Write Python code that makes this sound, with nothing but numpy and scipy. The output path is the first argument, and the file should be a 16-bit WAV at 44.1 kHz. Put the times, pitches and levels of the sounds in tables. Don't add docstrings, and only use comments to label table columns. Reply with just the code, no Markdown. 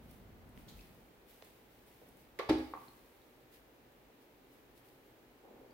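import sys
import numpy as np
from scipy import signal
from scipy.fft import rfft, irfft, next_fast_len
from scipy.io import wavfile
from scipy.ndimage import uniform_filter1d

SR = 44100
rng = np.random.default_rng(int(sys.argv[2]) if len(sys.argv) > 2 else 0)


def store_wav(level_fs):
    pcm = np.round(np.clip(np.atleast_2d(level_fs), -1, 1) * 32767)
    wavfile.write(sys.argv[1], SR, pcm.T.astype(np.int16))


N = 252693

# (frequency [Hz], correlation [0..1])
STEREO_CORRELATION = [(60, 0.89), (300, 0.85), (600, 0.6), (1200, 0.068), (3000, 0.036), (10000, 0.014)]
# (frequency [Hz], relative density [dB])
ROOM_TONE_SPECTRUM = [(25, -13), (48, -1.5), (85, -12.5), (128, -1), (165, -13), (260, -1), (450, -2),
                      (690, -9), (820, -7.5), (1100, -13), (1550, -14), (2300, -16), (4000, -22),
                      (8000, -34.5)]
MIC_HISS_SPECTRUM = [(2000, -35), (6000, -8), (9500, -8), (12000, -2.5), (14000, -0.5), (16500, 1.5)]
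RUMBLE_SPECTRUM = [(20, -31), (42, 1), (70, -2), (130, -6.5), (230, -3), (320, -18), (600, -20),
                   (1500, -27.5)]
RUSTLE_SPECTRUM = [(800, -26), (2000, 1.5), (4500, -3.5), (7000, -8), (11000, -3), (15500, 0)]
CLATTER_SPECTRUM = [(260, -13), (400, 10), (680, 3), (900, -1.5), (1450, -1), (2200, 0.5), (2800, -5),
                    (4100, -3), (5400, -9.5), (7000, -16.5), (11000, -10.5), (16000, -9)]
RUSH_SPECTRUM = [(130, -15), (260, -1), (400, -1.5), (490, 3), (660, -9.5), (800, -4), (1100, -18),
                 (2500, -31.5)]
# (time [s], level [dB])
RUMBLE_ENVELOPE = [(0, -58.5), (.78, -58), (1.25, -72.5), (1.95, -73), (2.12, -67.5), (3.1, -78),
                   (5.73, -76)]
# (time [s], relative level [dB], t60 [s])
HAND_SHIFTS = [(0, -75, 2), (.07, -67, 0.47), (.545, -67.5, .7), (.657, -64.5, .5), (.74, -65.5, 1.4),
               (1.26, -64, 0.91), (1.405, -67.5, 1.2), (1.68, -73, 2.7), (1.84, -69.5, 2.4),
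               (2.16, -69.5, 0.32), (2.55, -67.5, 3.2), (2.76, -68.5, 2.7), (3.505, -63, 0.27),
               (4.19, -72, .2), (4.49, -71, 0.67), (4.74, -67.5, .25), (4.82, -69, 0.72), (5.02, -76, 1.2)]
# (time [s], level [dB])
CASING_CLICKS = [(0.1103, -57), (.491, -63), (1.003, -67), (2.0876, -59), (2.17, -62), (3.921, -69)]
CAMERA_BUMPS = [(.576, -46), (.678, -51), (.724, -57)]
# (time [s], level [dB], centre [Hz])
CLAW_TICKS = [(.5758, -54.5, 2000), (.81, -57, 3800), (1.423, -50, 2500), (1.792, -66, 3500)]
# (time [s], level [dB], centre [Hz], t60 [s])
PAW_SCUFFS = [(.683, -59, 3780, 0.21), (.686, -62, 6300, .12), (1.443, -69, 8300, 0.11)]
PAW_TREADS = [(1.4245, -51, 560, .018), (2.016, -56, 485, .2), (2.08, -61, 322, .18),
              (2.885, -55, 298, .069)]
# (time [s], peak [dB], frequency [Hz], t60 [s])
OBJECT_TINKS = [(0.7923, -53, 2560, 0.025), (2.8827, -53.5, 4230, 0.018), (3.2176, -60, 3840, .012),
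                (5.709, -63.5, 4660, .02)]
# (time [s], contact [s], ring level [dB], centre of struck modes [Hz],
# spread [octaves], friction stop [s], clatter level [dB], clatter cutoff [Hz])
DOOR_BLOWS = [(2.3891, 0.0011, -37, 2010, 0.35, 0.023, -39, 11000),
              (2.3935, 0.00293, -35.5, 447, 0.2, .13, -36, 2800),
              (2.3955, 0.00098, -39.5, 1060, 0.32, 0.031, -37.5, 3000),
              (2.4890, 0.00094, -47.5, 720, 0.46, 0.2, -41, 6000),
              (2.4900, .003, -33.5, 835, .15, .21, -44, 4000),
              (2.4937, .001, -41.5, 2130, 0.8, .15, -29.5, 7800),
              (2.4970, .005, -30, 310, .16, .026, -37, 6500), (2.5015, .01, -28.5, 335, .6, .25, -40, 4000),
              (2.7368, 0.00091, -36.5, 1010, .19, 0.017, -45.5, 1600)]
# (frequency [Hz], relative level [dB], t60 [s])
DOOR_MODES = [(236, -12, .25), (258, -7, .55), (294, -2, .22), (317, 0, .38), (352, -11, .25),
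              (377, -7, .42), (418, -9, .22), (452, -9, .18), (502, -7, .22), (526, -4, .45),
              (560, -12, .15), (758, -11, .17), (794, -6, .5), (825, -2, .22), (883, -4, .4), (975, -9, .1),
              (1082, -6, .3), (1114, -3, .07), (1151, -6, .22), (1370, -11, .4), (1852, -8, .1),
              (2015, -12, .35), (2229, -8, .18), (2961, -14, .35)]
# (frequency [Hz], level [dB], t60 [s])
PANE_MODES = [(60, -44, 1), (77.8, -46.5, 1), (108, -46.5, 0.73), (124, -34.5, 0.12), (155, -48.5, 0.47)]
# (delay [s], relative left gain [dB], relative right gain [dB])
WALL_ECHOES = [(0.0107, -36, -34), (.0138, -27, -7.5), (.0258, -10, -9), (.0375, -12, -6)]
# (frequency [Hz], t60 [s])
ROOM_T60 = [(80, 0.75), (300, 0.49), (1000, 0.66), (4000, 0.52), (8000, 0.55), (15000, 0.36)]


def amp(db):
    return 10 ** (np.asarray(db) / 20)


def unit(x):
    return x / np.sqrt(np.mean(x ** 2) + 1e-20)


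def fade(t, t60_s):
    return np.exp(-np.log(1000) * t / t60_s)


def along(points, hz):
    point_hz, values = np.transpose(points)
    return np.interp(np.log(hz + 1), np.log(point_hz + 1), values)


def colour(spectrum, hz):
    low_cut = np.minimum(1, hz / spectrum[0][0]) ** 2
    high_cut = np.minimum(1, spectrum[-1][0] / (hz + 1)) ** 2
    return amp(along(spectrum, hz)) * low_cut * high_cut


def bell(hz, centre_hz, octaves):
    return 1 / (1 + (np.log2((hz + 1) / centre_hz) / octaves) ** 2 / 2) ** 2


def noise(response, size):
    fft_size = next_fast_len(size)
    hz = np.fft.rfftfreq(fft_size, 1 / SR)
    width_rad = np.arccos(np.clip(along(STEREO_CORRELATION, hz), 0, 1)) / 2
    shaped = rfft(rng.standard_normal((2, fft_size))) * response(hz)
    mid, side = irfft(shaped * [np.cos(width_rad), np.sin(width_rad)], fft_size)[:, :size]
    return unit(np.array([mid + side, mid - side]))


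def steady(spectrum):
    return noise(lambda hz: colour(spectrum, hz), N)


def add(track, start_s, sound):
    part = track[:, max(0, round(start_s * SR)):][:, :sound.shape[-1]]
    part += sound[..., :part.shape[1]]


def bursts(events, octaves):
    out, t = np.zeros((2, N)), np.arange(SR // 2) / SR
    for start_s, db, centre_hz, t60_s in events:
        band = noise(lambda hz: bell(hz, centre_hz, octaves), len(t))
        add(out, start_s, amp(db) * fade(t, t60_s) * band)
    return out


def rise(t, attack_s):
    return np.clip(t / attack_s, 0, 1)


def noise_floor(tone_db=-63.5, hiss_db=-72.5):
    return amp(tone_db) * steady(ROOM_TONE_SPECTRUM) + amp(hiss_db) * steady(MIC_HISS_SPECTRUM)


def handling_rumble():
    times_s, db = np.transpose(RUMBLE_ENVELOPE)
    return amp(np.interp(np.arange(N) / SR, times_s, db)) * steady(RUMBLE_SPECTRUM)


def hand_rustle(gain_db=2, grain_db=2.0, rise_s=0.039):
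    t = np.arange(N) / SR
    shifts = [amp(db) * rise(t - start_s, rise_s) * fade(np.maximum(t - start_s - rise_s, 0), t60_s)
              for start_s, db, t60_s in HAND_SHIFTS]
    envelope = np.linalg.norm(shifts, axis=0)
    grains = amp(grain_db * unit(uniform_filter1d(rng.standard_normal(N), size=50)))
    return amp(gain_db) * envelope * unit(grains * steady(RUSTLE_SPECTRUM))


def casing_clicks(centre_hz=12600, t60_s=0.028):
    return bursts([(start_s, db, centre_hz, t60_s) for start_s, db in CASING_CLICKS], octaves=0.93)


def claw_ticks(t60_s=0.015):
    return bursts([(*tick, t60_s) for tick in CLAW_TICKS], octaves=0.71)


def camera_bumps(centre_hz=188, t60_s=0.057):
    return bursts([(start_s, db, centre_hz, t60_s) for start_s, db in CAMERA_BUMPS], octaves=0.49)


def paws_on_rug():
    return bursts(PAW_TREADS, octaves=0.4) + bursts(PAW_SCUFFS, octaves=0.33)


def tinks():
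    out, t = np.zeros((2, N)), np.arange(SR // 2) / SR
    for start_s, db, hz, t60_s in OBJECT_TINKS:
        add(out, start_s, amp(db) * fade(t, t60_s) * np.sin(2 * np.pi * hz * t))
    return out


def friction(t, stop_s):
    return np.maximum(1 - t / stop_s, 0)


def door_ring(scatter_db=1.2):
    out, t = np.zeros((2, N)), np.arange(SR) / SR
    hz, mode_db, t60_s = np.transpose(DOOR_MODES)[:, :, None]
    for start_s, contact_s, db, centre_hz, octaves, stop_s, _, _ in DOOR_BLOWS:
        struck_db = db + mode_db + scatter_db * rng.standard_normal(hz.shape)
        strength = bell(hz, centre_hz, octaves) * amp(struck_db)
        push = np.sin(np.pi / 2 * rise(t, contact_s))
        free_s = np.maximum(t - contact_s, 0)
        modes = strength * np.sin(2 * np.pi * hz * (t - contact_s)) * fade(free_s, t60_s)
        add(out, start_s, modes.sum(0) * push * friction(free_s, stop_s))
    return out


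def frame_clatter(attack_s=0.0007, frame_t60_s=0.076, claw_t60_s=0.031, split_hz=6500):
    out, t = np.zeros((2, N)), np.arange(SR // 2) / SR
    highpass = signal.butter(2, split_hz, "high", fs=SR)
    onset = 1 - np.exp(-t / attack_s)
    for start_s, *_, db, top_hz in DOOR_BLOWS:
        burst = noise(lambda hz: colour(CLATTER_SPECTRUM, hz) / np.sqrt(1 + (hz / top_hz) ** 4), len(t))
        click = signal.filtfilt(*highpass, burst)
        rattle = (burst - click) * fade(t, frame_t60_s)
        add(out, start_s, amp(db) * (rattle + click * fade(t, claw_t60_s)) * onset)
    return out


def wall_echoes(glass, band_hz=(650, 1600)):
    out = np.zeros((2, N))
    beam = signal.sosfilt(signal.butter(2, band_hz, "bandpass", fs=SR, output="sos"), glass)
    for delay_s, left_db, right_db in WALL_ECHOES:
        add(out, delay_s, amp([[left_db], [right_db]]) * beam)
    return out


def pane_flex(landing_s=2.4925, attack_s=0.0018, stop_s=0.36):
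    out, t = np.zeros((2, N)), np.arange(SR) / SR
    swing = sum(amp(db) * np.sin(2 * np.pi * hz * t) * fade(t, t60_s) for hz, db, t60_s in PANE_MODES)
    add(out, landing_s, swing * (1 - np.exp(-t / attack_s)) * friction(t, stop_s))
    return out


def far_rush(start_s=5.42, rise_s=0.03, level_db=-57.5, ebb_db_per_s=16):
    t = np.maximum(np.arange(N) / SR - start_s, 0)
    return rise(t, rise_s) * amp(level_db - ebb_db_per_s * t) * steady(RUSH_SPECTRUM)


def reverb(x, build_up_s=0.0066, bass_db=-9, treble_db=-4):
    hz, t, bands = signal.stft(noise(np.ones_like, SR), SR, nperseg=256)
    bands = bands * fade(t, along(ROOM_T60, hz)[:, None]) * (1 - np.exp(-(t / build_up_s) ** 2))
    wall_gain = amp(along([(340, bass_db), (900, -4.5), (4500, -2.8), (9000, treble_db)], hz))
    tail = signal.istft(bands * wall_gain[:, None], SR, nperseg=256)[1]
    return signal.fftconvolve(x, tail / np.linalg.norm(tail[0]), axes=1)[:, :N]


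def scene(reverb_db=-4, echo_db=-1, frame_pan_db=0.8):
    glass = door_ring()
    frame = frame_clatter() * amp([[-frame_pan_db], [frame_pan_db]])
    hits = glass + frame + casing_clicks() + camera_bumps() + paws_on_rug() + claw_ticks() + tinks()
    reflections = amp(echo_db) * wall_echoes(glass) + amp(reverb_db) * reverb(hits)
    background = hand_rustle() + noise_floor() + handling_rumble() + far_rush()
    return hits + reflections + pane_flex() + background


def record(dry, top_hz=15850):
    size = next_fast_len(N + SR // 2)
    passband = np.fft.rfftfreq(size, 1 / SR) < top_hz
    return irfft(rfft(dry, size) * passband, size)[:, :N]


dry = scene()
out = record(dry)
store_wav(out)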